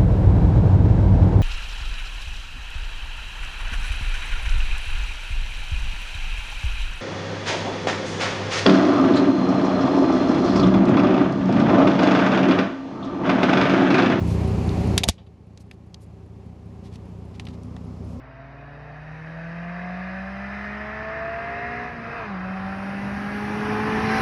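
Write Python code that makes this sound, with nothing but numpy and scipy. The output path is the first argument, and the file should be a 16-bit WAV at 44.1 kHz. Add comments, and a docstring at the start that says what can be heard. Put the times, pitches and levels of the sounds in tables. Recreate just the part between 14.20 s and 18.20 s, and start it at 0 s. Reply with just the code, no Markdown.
"""An engine idles under a faint, high ticking while a sprung jumper clamp is worked onto a battery terminal.
The steel jaws slip twice with a short groan, then snap shut at 0.9 s and thump the battery case.
Distant walls answer. The recorder's gain control ducks on the loud snaps and creeps back, so the engine
fades in again. Small clicks and scrapes follow as the cables are handled, and after 3 s a boom from
one corner of the engine bay swells."""
import sys
import numpy as np
from scipy import signal
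from scipy.fft import rfft, irfft, next_fast_len
from scipy.io import wavfile
from scipy.ndimage import uniform_filter1d, map_coordinates

SR = 44100
rng = np.random.default_rng(int(sys.argv[2]) if len(sys.argv) > 2 else 0)


def wav_record(signal):
    """Record a signal, one row per channel, as 16-bit PCM in the file named by sys.argv[1]."""
    frames = np.transpose(np.atleast_2d(signal))
    bounded = np.clip(frames, -1, 1)
    # unit amplitude maps onto the largest positive 16-bit level
    quanta = np.round(bounded * 32767).astype(np.int16)
    wavfile.write(sys.argv[1], SR, quanta)


N = 176400
TIME = np.arange(N) / SR
TOP_HZ = 12100

# idle speed of the engine (time [s], speed [turns/s])
IDLE_SPEED = [(0, 15.2), (.7, 15.2), (.85, 15.02), (1.5, 15.05), (1.7, 15.19), (3.5, 15.22), (3.8, 15.6),
              (4, 15.55)]
# tone of the body that the beats ring in (frequency [Hz], gain [dB])
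BODY_EQ = [(15, -37), (45, -23.5), (62, -3), (78, 3), (106, 4), (135, -9.5), (170, 0), (200, -6),
           (243, -11.5), (290, -24), (385, -24.5), (480, -29), (900, -43.5), (2000, -57), (5000, -120)]
# tone of the rush of fan and belts (frequency [Hz], gain [dB])
RUSH_EQ = [(25, -24.5), (45, -21.5), (62, -6.5), (100, 1.5), (140, -6.5), (185, 1), (235, -5), (280, -9),
           (345, -15.5), (420, -9), (500, -16), (780, -19), (1050, -21), (1400, -30.5), (2700, -34.5),
           (4000, -40), (7000, -43), (8500, -49), (12000, -51)]
# resonances of the engine bay (frequency [Hz], lift [dB])
BAY_RESONANCES = [(316, 9.5), (385, 12.5), (556, 7.5), (760, 10), (856, 1.5)]
# the rush as the microphone moves (time [s], level [dB])
RUSH_FADER = [(0, -27.5), (.35, -26.5), (.75, -25), (1.2, -27), (2.2, -27), (3, -26.5), (3.4, -29),
              (4, -29)]
# tone of the belts' rasp (frequency [Hz], gain [dB])
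RASP_EQ = [(800, -40), (1700, -13.5), (2250, -0.5), (2750, -3), (3300, -15.5), (4300, -6), (5500, -16),
           (12000, -39.5)]
# the rasp as the microphone moves (time [s], level [dB])
RASP_FADER = [(0, -54), (.7, -49), (1.3, -53.5), (4, -58.5)]
# boom from a corner of the bay, louder as the microphone nears it (time [s], level [dB])
BOOM_FADER = [(0, -39), (1.498, -41), (2.998, -40), (3.399, -29.5), (4, -31)]
# tone of the airy wash from that corner (frequency [Hz], gain [dB])
AIR_EQ = [(250, -26), (460, 3), (600, 1), (780, -13), (1000, -7), (1300, -9), (1700, -36), (3800, -34),
          (5200, -22.5), (7000, -35), (12000, -49.5)]
# scrapes of jaws and cable (time [s], length [s], level [dB], tilt [dB/octave])
SCRAPE_CUES = [(0.053, 0.11, -49, 2), (0.88, 0.0044, -23, 1), (.885, 0.0047, -7, -3.5),
               (1.394, 0.039, -38, 4), (1.515, 0.041, -46, -0.5), (1.801, 0.056, -41.5, 8.5),
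               (2.628, 0.065, -40, -3), (2.711, .063, -40, -2), (3.138, .036, -40.5, -5),
               (3.286, 0.034, -42, -4.5), (3.323, 0.039, -42.5, -5), (3.843, .13, -53.5, 3)]
# tone of the steel jaws (frequency [Hz], gain [dB])
JAW_EQ = [(300, 3), (850, 2), (1150, -3), (1550, -8), (1900, -4), (2500, -2.5), (3400, -1), (4100, -1),
          (4900, -2), (6500, -6), (8200, -9.5), (12000, -13)]
# jaw contacts (time [s], level [dB], low cut [Hz], main pitch [Hz], its width [octaves], its lift [dB],
# tilt [dB/octave], clatter t60 [s], lid knock relative to the hit [dB])
CONTACT_CUES = [(.492, -41, 3000, 4450, 1, 11, -7, .011, -20),
                (0.7787, -9, 1470, 3700, 0.66, 1, 0.5, .036, -19),
                (0.835, -13, 2030, 3100, .45, 13, -5, .026, -9),
                (.8391, -11.5, 1990, 3560, 0.32, 14.5, 4.5, .02, -14),
                (0.8875, 7.5, 1900, 3400, 0.24, 10.5, 2, 0.041, -7.5),
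                (0.8942, 2, 1970, 3587, .33, 11, 3.5, .014, -7),
                (1.3752, -27.5, 1990, 6500, .35, 11.5, -2.5, 0.031, -19.5),
                (1.407, -42.5, 4580, 10000, .35, 2, 0, 0.028, -27.5),
                (1.5126, -21, 1806, 2500, .35, 10, -5.5, .01, -11.5),
                (1.744, -20.5, 3200, 4300, .45, 10, -5, .0066, -14),
                (2.757, -33.5, 1200, 6020, .35, 3.5, -1, 0.029, -20.5),
                (3.1975, -21.5, 1900, 2850, 0.31, 11.5, -4, 0.038, -9.5),
                (3.253, -37, 2000, 2700, 0.35, 12, -2.5, .026, -15.5),
                (3.2688, -29, 2000, 3150, 0.49, 9, -8, .022, -7),
                (3.2727, -33, 1600, 2100, .4, 8, -8, .022, -8),
                (3.286, -35, 2200, 3500, .6, 3, -7, .036, -4),
                (3.434, -44.5, 4500, 5500, .35, 6, 1.5, .03, -20.5),
                (3.5653, -34, 1000, 2180, .4, 3.5, -7, .03, 2)]
# ring of the clamp (frequency [Hz], level [dB], t60 before the cap in ringing() [s])
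CLAMP_MODES = [(1800, -3, 0.032), (2320, -7, .025), (2720, 1, 0.025), (3030, -6, .022), (3520, -2.5, .024),
               (3780, 0.5, 0.026), (4130, -3.5, .025), (4822, -2, 0.044), (5730, -6, 0.045),
               (6295, -6, .035), (6950, -6, 0.03), (8700, -6, 0.029)]
# hollow knock of the case lid (frequency [Hz], level [dB], t60 before the cap in ringing() [s])
LID_MODES = [(560, -7, .02), (715.6, -1, 0.038), (890, 0, 0.017), (1080, -1, 0.012)]
# jaws sliding on the terminal (time [s], length [s], start pitch [Hz], end pitch [Hz], level [dB])
GROAN_CUES = [(0.76, 0.042, 599.6, 921, -41.5), (0.837, .036, 919, 553, -28.5)]
# blows to the battery case (time [s], level [dB])
THUMP_CUES = [(0.7793, -23.5), (0.8888, 11.5)]
# echoes from distant walls (delay [s], level [dB], t60 [s])
WALL_ECHOES = [(.092, -36.5, 0.16), (0.178, -45.5, 0.043)]


def amp(db):
    """Decibels to gain."""
    return 10 ** (np.asarray(db) / 20)


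def unit(x):
    """Scale to rms 1."""
    return x / np.sqrt(np.mean(x ** 2) + 1e-20)


def blow(x):
    """Scale a hit so that its energy equals 8 ms at rms 1."""
    return x / np.sqrt(np.sum(x ** 2) / (.008 * SR) + 1e-20)


def eq(points):
    """Gain against frequency, through (Hz, dB) points on a log axis."""
    hz, db = np.transpose(points)
    return lambda f: amp(np.interp(np.log(f + 1), np.log(hz + 1), db))


def peak(hz, width_hz):
    """Resonance curve: 1 at hz, a half at width_hz to either side."""
    return lambda f: 1 / (1 + ((f - hz) / width_hz) ** 2)


def high_cut(hz):
    """Gain curve that dulls the treble above hz."""
    return lambda f: 1 / (1 + (f / hz) ** 4)


def low_cut(hz):
    """Gain curve that thins the bass below hz."""
    return lambda f: 1 / np.sqrt(1 + (hz / (f + 1)) ** 6)


def fader(points):
    """Gain ride over the scene, through (s, dB) points."""
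    return amp(np.interp(TIME, *np.transpose(points)))


def fade(t, t60):
    """Exponential decay, 60 dB down at t60."""
    return np.exp(-np.log(1000) * t / t60)


def wobble(rate):
    """A smooth random curve, rate knots a second."""
    return map_coordinates(rng.standard_normal(int(N * rate / SR) + 4), [np.arange(N) * rate / SR])


def coloured(x, gain):
    """x through a minimum-phase filter with the given gain against frequency."""
    m = 2 * next_fast_len(len(x))
    cepstrum = irfft(np.log(np.maximum(gain(np.fft.rfftfreq(m, 1 / SR)), 1e-6)), m)
    cepstrum[1:m // 2] *= 2
    cepstrum[m // 2 + 1:] = 0
    return irfft(rfft(x, m) * np.exp(rfft(cepstrum)), m)[:len(x)]


def steel(x, low_hz, tilt_db):
    """Thin out the bass of a metal sound, tilt its treble by tilt_db an octave and trim the very top."""
    def gain(f):
        tilt = amp(tilt_db * np.log2(np.clip(f, 1000, TOP_HZ) / 4000))
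        return tilt * low_cut(low_hz)(f) / np.sqrt(1 + (f / TOP_HZ) ** 40)
    return coloured(x, gain)


def ringing(modes, t, max_t60=.035):
    """Damped modes, their decay capped, each a little louder or softer at every blow."""
    ring = np.zeros(len(t))
    for hz, db, t60 in modes:
        envelope = amp(db + rng.normal(0, 2)) * fade(t, min(t60, max_t60))
        ring += envelope * np.sin(2 * np.pi * (hz * t + rng.random()))
    return blow(ring)


def add(track, s, x):
    """Mix x into the track at time s."""
    i = max(round(s * SR), 0)
    track[i:i + len(x)] += x[:max(N - i, 0)]


def throb(turns, offbeat_turns=.517, offbeat_db=-1.5, scatter_db=1.06, jitter_s=.00018):
    """Two slightly uneven beats a turn, a push and a pull, ring the engine's body."""
    beats = np.zeros(N)
    for turn in range(int(turns[-1]) + 1):
        for offset, push in (0, 1), (offbeat_turns, -amp(offbeat_db)):
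            size, late = rng.standard_normal(2)
            s = np.interp(turn + offset, turns, TIME) + jitter_s * late
            add(beats, s, push * amp([scatter_db * size]))
    return unit(coloured(beats, eq(BODY_EQ)))


def engine(first_beat_s=.0165, pulse_db=.5, waver_db=.5, crest_turns=.033, hum_order=3.5):
    """The engine throbs over a low hum; the fan's rush and the belts' rasp swell with each beat."""
    turns = np.cumsum(np.interp(TIME, *np.transpose(IDLE_SPEED))) / SR - first_beat_s * IDLE_SPEED[0][1]
    body = throb(turns)
    pulse = np.cos(2 * np.pi * 2 * (turns - crest_turns))
    swell = amp(pulse_db * pulse + waver_db * wobble(9))
    bay = lambda f: amp(sum(db * peak(hz, width_hz=8.8)(f) for hz, db in BAY_RESONANCES))
    rush = unit(coloured(swell * rng.standard_normal(N), lambda f: eq(RUSH_EQ)(f) * bay(f)))
    rasp = unit(coloured(swell * rng.standard_normal(N), eq(RASP_EQ)))
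    hum = unit(np.sin(2 * np.pi * hum_order * turns))
    return amp(-22) * body + fader(RUSH_FADER) * rush + fader(RASP_FADER) * rasp + amp(-37) * hum


def corner_boom(air_db=-10):
    """A narrow cavity resonance stirred by the engine, with an airy wash around it."""
    drone = coloured(rng.standard_normal(N), peak(hz=246.4, width_hz=10))
    air = coloured(rng.standard_normal(N), eq(AIR_EQ))
    return fader(BOOM_FADER) * (unit(drone) + amp(air_db) * unit(air))


def scrapes(grain_db=1.5):
    """Short grainy strokes of metal on metal."""
    out = np.zeros(N)
    for s, length, db, tilt_db in SCRAPE_CUES:
        n = int(length * SR)
        grains = (rng.standard_normal(N) * amp(grain_db * wobble(430)))[:n]
        stroke = steel(coloured(grains, eq(JAW_EQ)), low_hz=1300, tilt_db=tilt_db)
        add(out, s, amp(db) * unit(stroke) * np.sqrt(np.abs(np.hanning(n))))
    return out


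def ticking(first_s=.077, every_s=.1985, db=-56):
    """A thin, regular tick, about five times a second."""
    out, t = np.zeros(N), np.arange(SR // 20) / SR
    for s in np.arange(first_s, N / SR, every_s):
        burst = rng.standard_normal(len(t)) * fade(t, t60=.012)
        add(out, s, amp(db) * blow(coloured(burst, peak(hz=9900, width_hz=450))))
    return out


def clamp(click_db=-4, crack_db=-.5, ring_db=-9.5, rattle_db=-13, rattle_stretch=3.1):
    """Each contact clicks, cracks and clatters; the jaws ring, spring and handles rattle, the lid knocks."""
    out, t = np.zeros(N), np.arange(SR // 5) / SR
    for s, db, low_hz, main_hz, octaves, lift_db, tilt_db, t60, knock_db in CONTACT_CUES:
        clatter_noise, crack_noise, rattle_noise = rng.standard_normal((3, len(t)))
        click = amp(click_db) * blow(1.0 * (t == 0))
        crack = amp(crack_db) * blow(crack_noise * fade(t, t60=.013))
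        # the spot struck gives the attack its pitch
        spot = lambda f: amp(lift_db * np.exp(-(np.log2((f + 1) / main_hz) / octaves) ** 2))
        attack = coloured(click + crack, spot)
        clatter = coloured(attack + blow(clatter_noise * fade(t, t60)), eq(JAW_EQ))
        ring = amp(ring_db) * ringing(CLAMP_MODES, t)
        rattle = coloured(rattle_noise * fade(t, rattle_stretch * t60), high_cut(5500))
        hit = steel(blow(clatter) + ring + amp(rattle_db) * blow(rattle), low_hz, tilt_db)
        knock = amp(knock_db) * ringing(LID_MODES, t)
        add(out, s, amp(db) * (blow(hit) + knock))
    return out


def groans(roughness_rad=1.5):
    """A rough gliding tone from the teeth dragging over lead."""
    out = np.zeros(N)
    for s, length, start_hz, end_hz, db in GROAN_CUES:
        n = int(length * SR)
        glide = 2 * np.pi * np.cumsum(np.linspace(start_hz, end_hz, n)) / SR
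        tone = np.sin(glide + roughness_rad * wobble(340)[:n])
        arch = np.sin(np.linspace(0, np.pi, n))
        add(out, s, amp(db) * unit(tone * arch))
    return out


def battery_thumps(case_hz=84, knock_hz=200, knock_db=-4.5):
    """The heavy plastic case gives a dead thump: a low note with a shorter knock on top."""
    out, t = np.zeros(N), np.arange(SR // 5) / SR
    low = blow(np.sin(2 * np.pi * case_hz * t) * fade(t, t60=.062))
    knock = blow(np.sin(2 * np.pi * knock_hz * t) * fade(t, t60=.032))
    thump = coloured(low + amp(knock_db) * knock, low_cut(35.4))
    for s, db in THUMP_CUES:
        add(out, s, amp(db) * blow(thump))
    return out


def wall_echoes(x):
    """Distant walls throw back dull, smeared copies of x."""
    answer, t = np.zeros(N), np.arange(SR // 3) / SR
    for delay, db, t60 in WALL_ECHOES:
        echo = coloured(rng.standard_normal(len(t)) * fade(t, t60), high_cut(3700))
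        add(answer, delay, amp(db) * echo / np.linalg.norm(echo))
    return signal.fftconvolve(x, answer)[:N]


def scene():
    """Clamp and battery close by, over the idling engine; only the metal feeds the echoes."""
    metal = clamp() + scrapes() + groans()
    return (metal + wall_echoes(metal) + battery_thumps() + engine() + corner_boom() + ticking())[None]


def record(dry, ceiling_db=-18, recover_db_per_s=4.5, lookahead_s=.001, overload=.78):
    """The gain ducks when the treble passes the ceiling and creeps back; then soft clip and band limits."""
    treble = signal.sosfilt(signal.butter(2, 700, 'high', fs=SR, output='sos'), dry[0])
    power = uniform_filter1d(treble ** 2, size=353, origin=176 - int(lookahead_s * SR))  # 8 ms window
    excess_db = np.maximum(10 * np.log10(np.abs(power) + 1e-12) - ceiling_db, 0)
    recovery_db = recover_db_per_s * TIME
    duck_db = np.maximum.accumulate(excess_db + recovery_db) - recovery_db
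    ducked = dry * amp(-uniform_filter1d(duck_db, size=64))
    clipped = ducked / (1 + np.abs(ducked / overload) ** 8) ** (1 / 8)
    m = next_fast_len(N + SR // 2)
    f = np.fft.rfftfreq(m, 1 / SR)
    top_edge = (1 - np.tanh((f - TOP_HZ) / 70)) / 2
    band = top_edge * low_cut(28)(f) ** 2
    return irfft(rfft(clipped, m) * band, m)[:, :N]


dry = scene()
out = record(dry)
wav_record(out)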